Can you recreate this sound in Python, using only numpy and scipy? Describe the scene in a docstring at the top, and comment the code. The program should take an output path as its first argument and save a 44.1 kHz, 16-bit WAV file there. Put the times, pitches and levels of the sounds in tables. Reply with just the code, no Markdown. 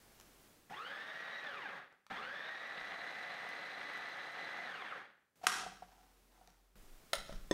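"""Dough in a food processor

In a small kitchen a motor runs twice: its fan whines up in harmonics, flour and butter churn, patter
and thud in the bowl, and friction brings it to rest. The lid twists free with a snap that drives a
limiter, and the plastic bowl bumps on its base. A hand taps the bowl and knocks the blade on its
spindle; each impact excites the damped normal modes of the part struck."""
import sys
import numpy as np
from scipy import signal
from scipy.fft import rfft, irfft, next_fast_len
from scipy.io import wavfile
from scipy.ndimage import uniform_filter1d

SR = 44100
rng = np.random.default_rng(int(sys.argv[2]) if len(sys.argv) > 2 else 0)


def unload_audio(sound):
    """Save the sound as a 16-bit wav file, at the path given as the first command line argument."""
    columns = np.transpose(np.atleast_2d(sound))
    # keep every value between -1 and 1, then stretch to whole-number steps
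    steps = np.round(np.clip(columns, -1, 1) * 32767)
    wavfile.write(sys.argv[1], SR, steps.astype(np.int16))


N = 332073
TIME = np.arange(N) / SR

# Spectral shapes: f/Hz, relative level/dB
ROOM_HISS_SPECTRUM = [(35, -31), (60, -5), (305, -3.5), (413, -4.5), (889, -10), (953, -12.5), (1020, -9.5),
                      (1830, -12.5), (2910, -15), (15500, -20)]
CHANNEL_HISS_SPECTRUM = [(40, 20), (100, 12), (300, 11), (1000, 0.5), (4000, -3), (15000, 3.5)]
HOUSING_RESPONSE = [(41, -62), (70, -30), (179, -14.5), (416, -10.5), (562, -3.5), (617, -9.5), (744, -5.5),
                    (986, -11), (1940, -2), (2170, -5.5), (3100, -13), (3880, -13.5), (4680, -20),
                    (6200, -33.5), (8060, -57), (13600, -120)]
VENT_RESPONSE = [(500, -4), (1000, -0.5), (1700, -1), (2250, 1.5), (2900, 11.5), (3550, 9), (3950, 7),
                 (4400, 7)]
CRUMB_SPECTRUM = [(300, -38), (1500, -7), (4000, -5), (5500, -1.5), (7400, -10), (10200, -17), (12000, -13),
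                  (15500, -24.5)]
LID_SPECTRUM = [(40, -50.5), (160, -26), (270, -15), (380, -12.5), (730, -10), (950, -0.5), (1400, 6.5),
                (2200, -4.5), (2900, -3), (4700, -9), (5550, -5), (7700, -9.5), (9000, -10), (11500, -15),
                (15500, -33)]
# Sustained sounds: start/s, end/s, level/dB
HISS_SPANS = [(0, .46, -64.5), (5.356, 6.42, -71.5), (6.755, 7.53, -65.5)]
DRONE_SPANS = [(0, .32, -74), (5.62, 6.72, -72)]
RUMBLE_SPANS = [(0, .6, -81), (6.752, 6.94, -56.5), (7.17, 7.53, -49.5), (7.3, 7.36, -48)]
RUB_SPANS = [(5.425, 5.6, -54.5), (5.87, 6.02, -69), (6.31, 6.5, -73)]
BRUSH_SPANS = [(7.275, 7.355, -63.5)]
# Switch presses: on/s, off/s, settling time of the dough/s, churn surge/dB, whine surge/dB
MOTOR_RUNS = [(0.695, 1.425, .35, -7, 3), (2.098, 4.64, 0.35, 3.5, 4.5)]
# Partials of the fan: multiple of its pitch, relative level/dB
FAN_ORDERS = [(.345, -0.5), (.91, -4), (1, 2.5), (2, -2), (3.003, -3), (4, -9), (5.002, -12.5)]
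# Resonances of the shell and of the bowl's wall: f/Hz, width/Hz, relative level/dB
PANEL_RESONANCES = [(160, 120, -11.5), (803, 72, -8.5), (1204, 360, -5.5), (1634, 310, -8),
                    (3450, 400, -12)]
WALL_RESONANCES = [(6500, 160, -3), (8500, 570, -1.5), (9520, 280, 0.5), (12750, 270, -12)]
# Impacts: t/s, peak level/dB, low-pass corner/Hz (higher for a harder blow)
DRY_TICKS = [(.1995, -45.5, 7000), (.211, -44, 12000), (1.926, -53.5, 1226), (2.066, -45.5, 3600),
             (3.49, -50, 9000), (3.935, -51, 9000), (3.975, -50, 8960), (6.4745, -48.5, 5000),
             (6.503, -55, 5060), (6.756, -58, 1500)]
WORKTOP_JOLTS = [(.698, -61.5, 602.5), (2.102, -46.5, 601), (2.81, -65, 50.2), (5.469, -41.5, 680),
                 (6.754, -61, 150), (7.183, -51.5, 400), (7.32, -46, 298)]
BASE_BUMPS = [(5.414, -52.5, 3500), (5.438, -34.5, 2500), (5.602, -44, 900), (5.633, -42, 900),
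              (5.663, -37, 507), (5.720, -52, 1193), (5.822, -41.5, 1204), (6.412, -54.5, 700),
              (6.478, -57, 299)]
BOWL_TAPS = [(7.132, -17, 3680), (7.1517, -33, 3800), (7.186, -49, 5000), (7.294, -36, 297),
             (7.3245, -42, 2000)]
HUB_KNOCKS = [(7.511, -16.5, 2750)]
# Normal modes of the struck parts: f/Hz, relative level/dB, T60/s
TICK_MODES = [(1830, -20, 0.035), (3400, -16, 0.013), (5800, 3.5, 0.005), (10000, -8, .006)]
WORKTOP_MODES = [(50.6, -10, 0.34), (103, -3.5, 0.15), (154, 4, 0.12), (194.7, 6.5, 0.15)]
BASE_MODES = [(180.4, -27, 0.16), (505, -16.5, 0.051), (755, 7.5, 0.026), (896, -5, .03),
              (1350, -10.5, 0.034)]
LID_MODES = [(745, -19, 0.074), (1254, -16.5, .03), (1710, -28, 0.03), (5500, -27.5, 0.16),
             (7120, -41, .03)]
BOWL_MODES = [(581, -10.5, 0.094), (644, -6.5, 0.063), (1330, -6.5, 0.048), (1350, -25, 0.052),
              (1800, -10.5, 0.045), (1970, 2.5, 0.015), (3180, 3.5, 0.014), (3980, 7.5, 0.013),
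              (5170, 7, 0.013), (6700, -3, 0.038), (9500, 2, 0.043)]
HUB_MODES = [(240, -19, 0.073), (360, 9, 0.017), (505, 0.5, 0.027), (900, -28, 0.034), (990, -22, 0.21),
             (1840, -2.5, 0.027), (3550, 7.5, 0.012), (5300, 3, 0.021), (6350, 6.5, 0.018),
             (8030, 6, 0.019)]
# Cracks of the lid's latch: t/s, relative level/dB
LATCH_CRACKS = [(5.468, -13), (5.4689, -9.5), (5.4699, -4.5), (5.471, -10.5)]
# Reverberation time of the kitchen: f/Hz, T60/s
ROOM_DECAY = [(150, 1), (700, 0.43), (1500, 0.56), (6000, 0.55), (10000, 0.46), (15000, 0.28)]

START_HZ, FULL_HZ, BOUND_RISE_HZ = 620, 1915, 78  # fan pitch: at switch-on, in flour, rise in dough
SPIN_UP_S, SPIN_UP_SHAPE, COAST_S, COAST_SHAPE = .153, 1.15, .263, 1.4  # time constants and exponents
SURGE_S, BIND_AT_S, BIND_S = .17, 2.72, 0.097  # setting the heap moving; when and how fast it binds
# BOUND: the change once flour has bound into dough. 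FALL: the decay once the mixture lies still.
WHINE_DB, WHINE_BOUND_DB, WHINE_STALL_HZ = -44, -1.5, 533  # the whine fades below the stall pitch
CHURN_DB, CHURN_BOUND_DB, CHURN_FALL_DB_PER_S = -50, 1.5, 120.5
PATTER_DB, PATTER_BOUND_DB, PATTER_SURGE_DB, PATTER_FALL_DB_PER_S = -73, 3.5, 9, 179
FLOUR_DB, FLOUR_HZ, FLOUR_FALL_DB_PER_S = -85, 9000, 70
THUD_DB, THUDS_PER_S = -59.5, 90
# Turbulent share of a partial's power; partials dissolve into noise above ROUGH_HZ
ROUGH_BASE, ROUGH_DOUGH, ROUGH_PULL, ROUGH_COAST, ROUGH_HZ = .03, .19, .31, .06, 4400
COAST_OVERTONES_DB, COAST_TILT_DB_PER_OCTAVE, COAST_KNEE_HZ = 4, -7.5, 1900
KICK_LAG_S, KICK_DB, KICK_HZ = 0.01131, -41, 650  # each start jerks the bowl against its base


def amp(db):
    """Amplitude ratio of a level in decibels."""
    return 10 ** (np.asarray(db) / 20)


def unit(x):
    """Normalisation to an rms of 1."""
    return x / np.sqrt(np.mean(x ** 2) + 1e-20)


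def read(points, hz):
    """Linear interpolation over log frequency."""
    f, value = np.transpose(points)
    return np.interp(np.log(hz + 1), np.log(f + 1), value)


def add(mix, s, sound):
    """Superposition of a sound on the mix, from time s."""
    part = mix[round(s * SR):][:len(sound)]
    part += sound[:len(part)]


def colour(x, gain):
    """Zero-phase filtering by gain(f/Hz)."""
    size = next_fast_len(len(x))
    return irfft(rfft(x, size) * gain(np.fft.rfftfreq(size, 1 / SR)), size)[:len(x)]


def drift(size, hz):
    """Random fluctuation of rms 1, low-passed at hz."""
    return unit(colour(rng.standard_normal(size), lambda f: 1 / (1 + (f / hz) ** 2)))


def grains(per_s, spread_db):
    """Shot noise: random impacts, most small and a few large."""
    size = amp(spread_db * np.minimum(rng.exponential(1, len(per_s)), 5))
    return unit(size * rng.choice([-1, 1], len(per_s)) * (rng.random(len(per_s)) < per_s / SR))


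def held(spans, attack_s, fall_db_per_s):
    """Envelopes that rise, hold and decay exponentially, summed in power."""
    gains = [np.clip((TIME - start) / attack_s, 0, 1)
             * amp(db - fall_db_per_s * np.maximum(TIME - end, 0)) for start, end, db in spans]
    return np.linalg.norm(gains, axis=0)


def peaks(resonances, hz):
    """Summed gain of Lorentzian resonance curves."""
    return sum(amp(db) / (1 + (2 * (hz - f) / width) ** 2) for f, width, db in resonances)


def ring(modes, t):
    """Free vibration: a sum of damped normal modes."""
    return sum(amp(db - 60 * t / t60) * np.cos(2 * np.pi * hz * t) for hz, db, t60 in modes)


def strikes(impacts, modes, crack, crack_s, crack_hz, rise_s):
    """Impact excitation: modes ring with a burst of noise above crack_hz; soft contact cuts treble."""
    t, out = np.arange(SR // 3) / SR, np.zeros(N)
    for s, db, hard_hz in impacts:
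        noise = colour(rng.standard_normal(len(t)), lambda f: f ** 2 / (f ** 2 + crack_hz ** 2))
        hit = (ring(modes, t) + crack * noise * np.exp(-t / crack_s)) * (1 - np.exp(-t / rise_s))
        pole = np.exp(-2 * np.pi * hard_hz / SR)
        hit = signal.lfilter([1], [1, -2 * pole, pole * pole], hit)
        add(out, s, amp(db) * hit / np.max(abs(hit)))
    return out


def background(floor_db=-85.5, drone_hz=45):
    """Ambient noise: room hiss, uncorrelated hiss per channel, handling rumble, an appliance's drone."""
    hiss = unit(colour(rng.standard_normal(N), lambda f: amp(read(ROOM_HISS_SPECTRUM, f))))
    channel_hiss = np.array([unit(colour(noise, lambda f: amp(read(CHANNEL_HISS_SPECTRUM, f))))
                             for noise in rng.standard_normal((2, N))])
    hiss_gain = np.hypot(amp(floor_db), held(HISS_SPANS, attack_s=0.001, fall_db_per_s=21))
    rumble = unit(colour(rng.standard_normal(N), lambda f: 1 / (1 + ((f - 20) / 8) ** 2)))
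    rumble *= held(RUMBLE_SPANS, attack_s=0.005, fall_db_per_s=110)
    drone = np.sqrt(2) * np.sin(2 * np.pi * drone_hz * TIME)
    drone *= held(DRONE_SPANS, attack_s=.04, fall_db_per_s=47)
    return hiss_gain * (hiss + amp(-12.5) * channel_hiss) + rumble + drone


def ticks():
    """Heavily damped modes give dry ticks; the faint one at 6.756 s marks the hiss stepping up."""
    return strikes(DRY_TICKS, TICK_MODES, crack=1.8, crack_s=0.0019, crack_hz=590, rise_s=.0001)


def binding(t):
    """Logistic transition of the mixture from loose flour (0) to dough (1)."""
    return 1 / (1 + np.exp((BIND_AT_S - t) / BIND_S))


def fan_pitch(t, on, off):
    """Rotor inertia: the pitch climbs gradually under drive, then falls through friction."""
    shortfall_hz = (FULL_HZ - START_HZ) * np.exp(-((t - on) / SPIN_UP_S) ** SPIN_UP_SHAPE)
    driven_hz = FULL_HZ + BOUND_RISE_HZ * binding(t) - shortfall_hz
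    return driven_hz * np.exp(-(np.maximum(t - off, 0) / COAST_S) ** COAST_SHAPE)


def housing(hz):
    """Frequency response of the shell: a broad curve with panel resonances."""
    return amp(read(HOUSING_RESPONSE, hz)) * (0.46 + peaks(PANEL_RESONANCES, hz))


def whine(hz, bound):
    """Fan tones broadened by turbulence, the more so the higher they lie and the harder the pull."""
    size, out = len(hz), 0
    climb = np.gradient(hz) * SR / 3000  # 1 at a rise of 3000 Hz/s
    pull, coast = np.clip(climb, 0, 1), np.clip(-climb, 0, 1)
    cycles = np.cumsum(hz * (1 + .004 * drift(size, 14) + .005 * drift(size, 150))) / SR
    for order, db in FAN_ORDERS:
        partial_hz = order * hz
        strain = (ROUGH_PULL * pull + ROUGH_COAST * coast) * order ** 1.5
        rough = np.minimum(ROUGH_BASE + ROUGH_DOUGH * bound + (partial_hz / ROUGH_HZ) ** 2 + strain, .97)
        skirt = (drift(size, 130) + 1j * drift(size, 130)) / np.sqrt(2)
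        fading = unit(amp((2.5 + 1.8 * (order > 1)) * np.clip(drift(size, 28), -2, 1.5)))
        flutter = fading * (np.sqrt(1 - rough) + np.sqrt(rough) * skirt)
        tone = (flutter * np.exp(2j * np.pi * order * cycles)).real
        # overtones weaken during spin-up; the lower ones sing out during coasting
        pull_db = -4 * pull * np.sqrt(max(order - 1, 0))
        octaves = np.log2(np.maximum(partial_hz / COAST_KNEE_HZ, 1))
        coast_db = coast * (order > 1) * (COAST_OVERTONES_DB + COAST_TILT_DB_PER_OCTAVE * octaves)
        out += amp(db + pull_db + coast_db + read(VENT_RESPONSE, partial_hz)) * housing(partial_hz) * tone
    return out


def churn(pace):
    """Air rush and lumps on the blade, modulated by tumbling dough; a slow blade sounds duller."""
    rush = unit(rng.standard_normal(len(pace)) + 0.46 * grains(100 + 900 * pace, spread_db=4.5))
    tumbling = amp(1.22 * drift(len(pace), 45))
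    bright = unit(colour(rush * tumbling, housing))
    dull = colour(bright, lambda f: 1 / np.hypot(1, (f / 2800) ** 2))
    return dull + np.sqrt(pace) * (bright - dull)


def patter(pace):
    """Shot noise of flying crumbs, filtered by the resonances of the bowl's wall."""
    crumbs = grains(100 + 1300 * pace, spread_db=3.0) + 1.2 * rng.standard_normal(len(pace))
    return unit(colour(crumbs, lambda f: amp(read(CRUMB_SPECTRUM, f))
                       * (0.73 + peaks(WALL_RESONANCES, f))))


def flour_hiss(size):
    """Friction noise of dry flour sweeping the wall."""
    return unit(colour(rng.standard_normal(size), lambda f: f ** 2 / (f ** 2 + FLOUR_HZ ** 2)))


def base_response(force):
    """Forced vibration of the base: convolution with its impulse response, scaled to rms 1."""
    return unit(signal.fftconvolve(force, ring(BASE_MODES, np.arange(SR // 6) / SR))[:len(force)])


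def thuds(pace):
    """Soft impacts: clumps of dough drive the base with little treble."""
    clumps = grains(THUDS_PER_S * pace, spread_db=2)
    return base_response(colour(clumps, lambda f: 1 / (1 + (f / 1500) ** 4)))


def motor(on, off, settle_s, churn_surge_db, whine_surge_db):
    """Superposition of fan and mixture over one run; levels follow surge, binding and settling."""
    age = np.arange(0, off - on + .75, 1 / SR)
    t = on + age
    hz = fan_pitch(t, on, off)
    pace = hz / np.max(hz)
    surge = np.exp(-(age / SURGE_S) ** 2)
    bound = pace * binding(t)
    still_s = np.maximum(t - off - settle_s, 0)
    churn_db = CHURN_DB + churn_surge_db * surge + CHURN_BOUND_DB * bound - CHURN_FALL_DB_PER_S * still_s
    patter_db = PATTER_DB + PATTER_BOUND_DB * bound - PATTER_FALL_DB_PER_S * still_s
    patter_db += PATTER_SURGE_DB * surge * (1 - pace)
    whine_db = WHINE_DB + whine_surge_db * surge + WHINE_BOUND_DB * bound
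    sound = amp(churn_db) * churn(pace) + amp(patter_db) * patter(pace)
    sound += amp(THUD_DB) * bound * thuds(pace)
    sound += amp(FLOUR_DB - FLOUR_FALL_DB_PER_S * still_s) * (1 - binding(t)) * flour_hiss(len(t))
    sound += amp(whine_db) * whine(hz, bound) / np.hypot(1, (WHINE_STALL_HZ / hz) ** 3)
    return sound * np.minimum(age / 0.0064, 1)


def jolts():
    """Structure-borne sound: dull blows excite the low modes of the worktop."""
    return strikes(WORKTOP_JOLTS, WORKTOP_MODES, crack=14.0, crack_s=0.047, crack_hz=350, rise_s=0.0021)


def bumps():
    """Impacts of the bowl excite the modes of its base, at each motor start and under the hand."""
    kicks = [(on + KICK_LAG_S, KICK_DB, KICK_HZ) for on, *_ in MOTOR_RUNS]
    return strikes(kicks + BASE_BUMPS, BASE_MODES, crack=0.8, crack_s=0.012, crack_hz=900, rise_s=0.0047)


def scrape(slips):
    """Dry friction: small slips filtered by the spectra of plastic and crumbs in cascade."""
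    return unit(colour(slips, lambda f: amp(read(LID_SPECTRUM, f) + read(CRUMB_SPECTRUM, f))))


def rub():
    """Stick-slip friction of the bowl on its base rings the base, with a faint scrape."""
    slips = grains(np.full(N, 500.), spread_db=1.0)
    friction = base_response(slips) + amp(-10.0) * scrape(slips)
    return held(RUB_SPANS, attack_s=0.01, fall_db_per_s=97) * friction


def latch():
    """Broadband excitation: the lugs crack past their catch, and the lid's modes ring on."""
    t = np.arange(SR // 8) / SR
    start, burst, out = LATCH_CRACKS[0][0], np.zeros(len(t)), np.zeros(N)
    for s, db in LATCH_CRACKS:
        add(burst, s - start, amp(db) * rng.standard_normal(len(t)) * np.exp(-t / 0.0031))
    flat_spectrum = np.exp(1j * np.angle(rfft(burst)))
    lid_gain = amp(read(LID_SPECTRUM, np.fft.rfftfreq(len(t), 1 / SR)))
    snap = irfft(flat_spectrum * lid_gain, len(t)) * np.exp(-t / 0.01)
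    add(out, start, amp(-28.5) * unit(snap) + amp(-9.0) * ring(LID_MODES, t))
    return out


def taps():
    """Taps of a hand set the open bowl into free vibration."""
    return strikes(BOWL_TAPS, BOWL_MODES, crack=4.2, crack_s=0.0036, crack_hz=870, rise_s=0.0009)


def brush():
    """Granular friction: fingers brush dry crumbs against the plastic."""
    rustle = scrape(grains(np.full(N, 1500.), spread_db=4.5))
    return held(BRUSH_SPANS, attack_s=0.0073, fall_db_per_s=216) * rustle


def knock():
    """Impact on the spindle excites the modes of the blade's hub."""
    return strikes(HUB_KNOCKS, HUB_MODES, crack=0.87, crack_s=0.0036, crack_hz=400, rise_s=0.0026)


def kitchen(x):
    """Reverberation: dense reflections, strongest from near walls, each band decaying at its own rate."""
    reflections = rng.standard_normal(SR) * (rng.random(SR) < 5000 / SR)
    hz, t, bands = signal.stft(reflections, SR, nperseg=256)
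    decay = amp(-60 * t / read(ROOM_DECAY, hz)[:, None])
    tail = signal.istft(bands * decay, SR, nperseg=256)[1]
    age = np.arange(len(tail)) / SR
    tail *= np.clip(age / 0.0059 - .5, 0, 1) * (1 + 0.46 * np.exp(-age / 0.043))
    return signal.fftconvolve(x, tail / np.linalg.norm(tail))[:N]


def scene():
    """Direct sound plus reverberant field; the latch sends the largest share into the room."""
    machine = np.zeros(N)
    for on, *settings in MOTOR_RUNS:
        add(machine, on, motor(on, *settings))
    snap = latch()
    base = bumps() + rub()
    handling = taps() + knock() + ticks() + jolts() + brush()
    room = kitchen(amp(-13) * machine + amp(-6.5) * snap + amp(-11) * base + amp(-7.5) * handling)
    return machine + snap + base + handling + room + background()


def record(dry, ceiling_db=-15, release_db_per_s=90, edge_hz=15800):
    """Peak limiting: the gain ducks at the snap and recovers over its echo; a low-pass follows."""
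    peak_db = 20 * np.log10(abs(dry).max(0) + 1e-9)
    release_db = TIME * release_db_per_s
    envelope_db = np.maximum.accumulate(peak_db + release_db) - release_db
    over_db = np.maximum(envelope_db - ceiling_db, 0)
    limited = dry / amp(uniform_filter1d(over_db, size=12))
    low_pass = signal.firwin(511, edge_hz, window=("kaiser", 9), fs=SR)
    return signal.oaconvolve(limited, low_pass[None], "same")


dry = scene()
out = record(dry)
unload_audio(out)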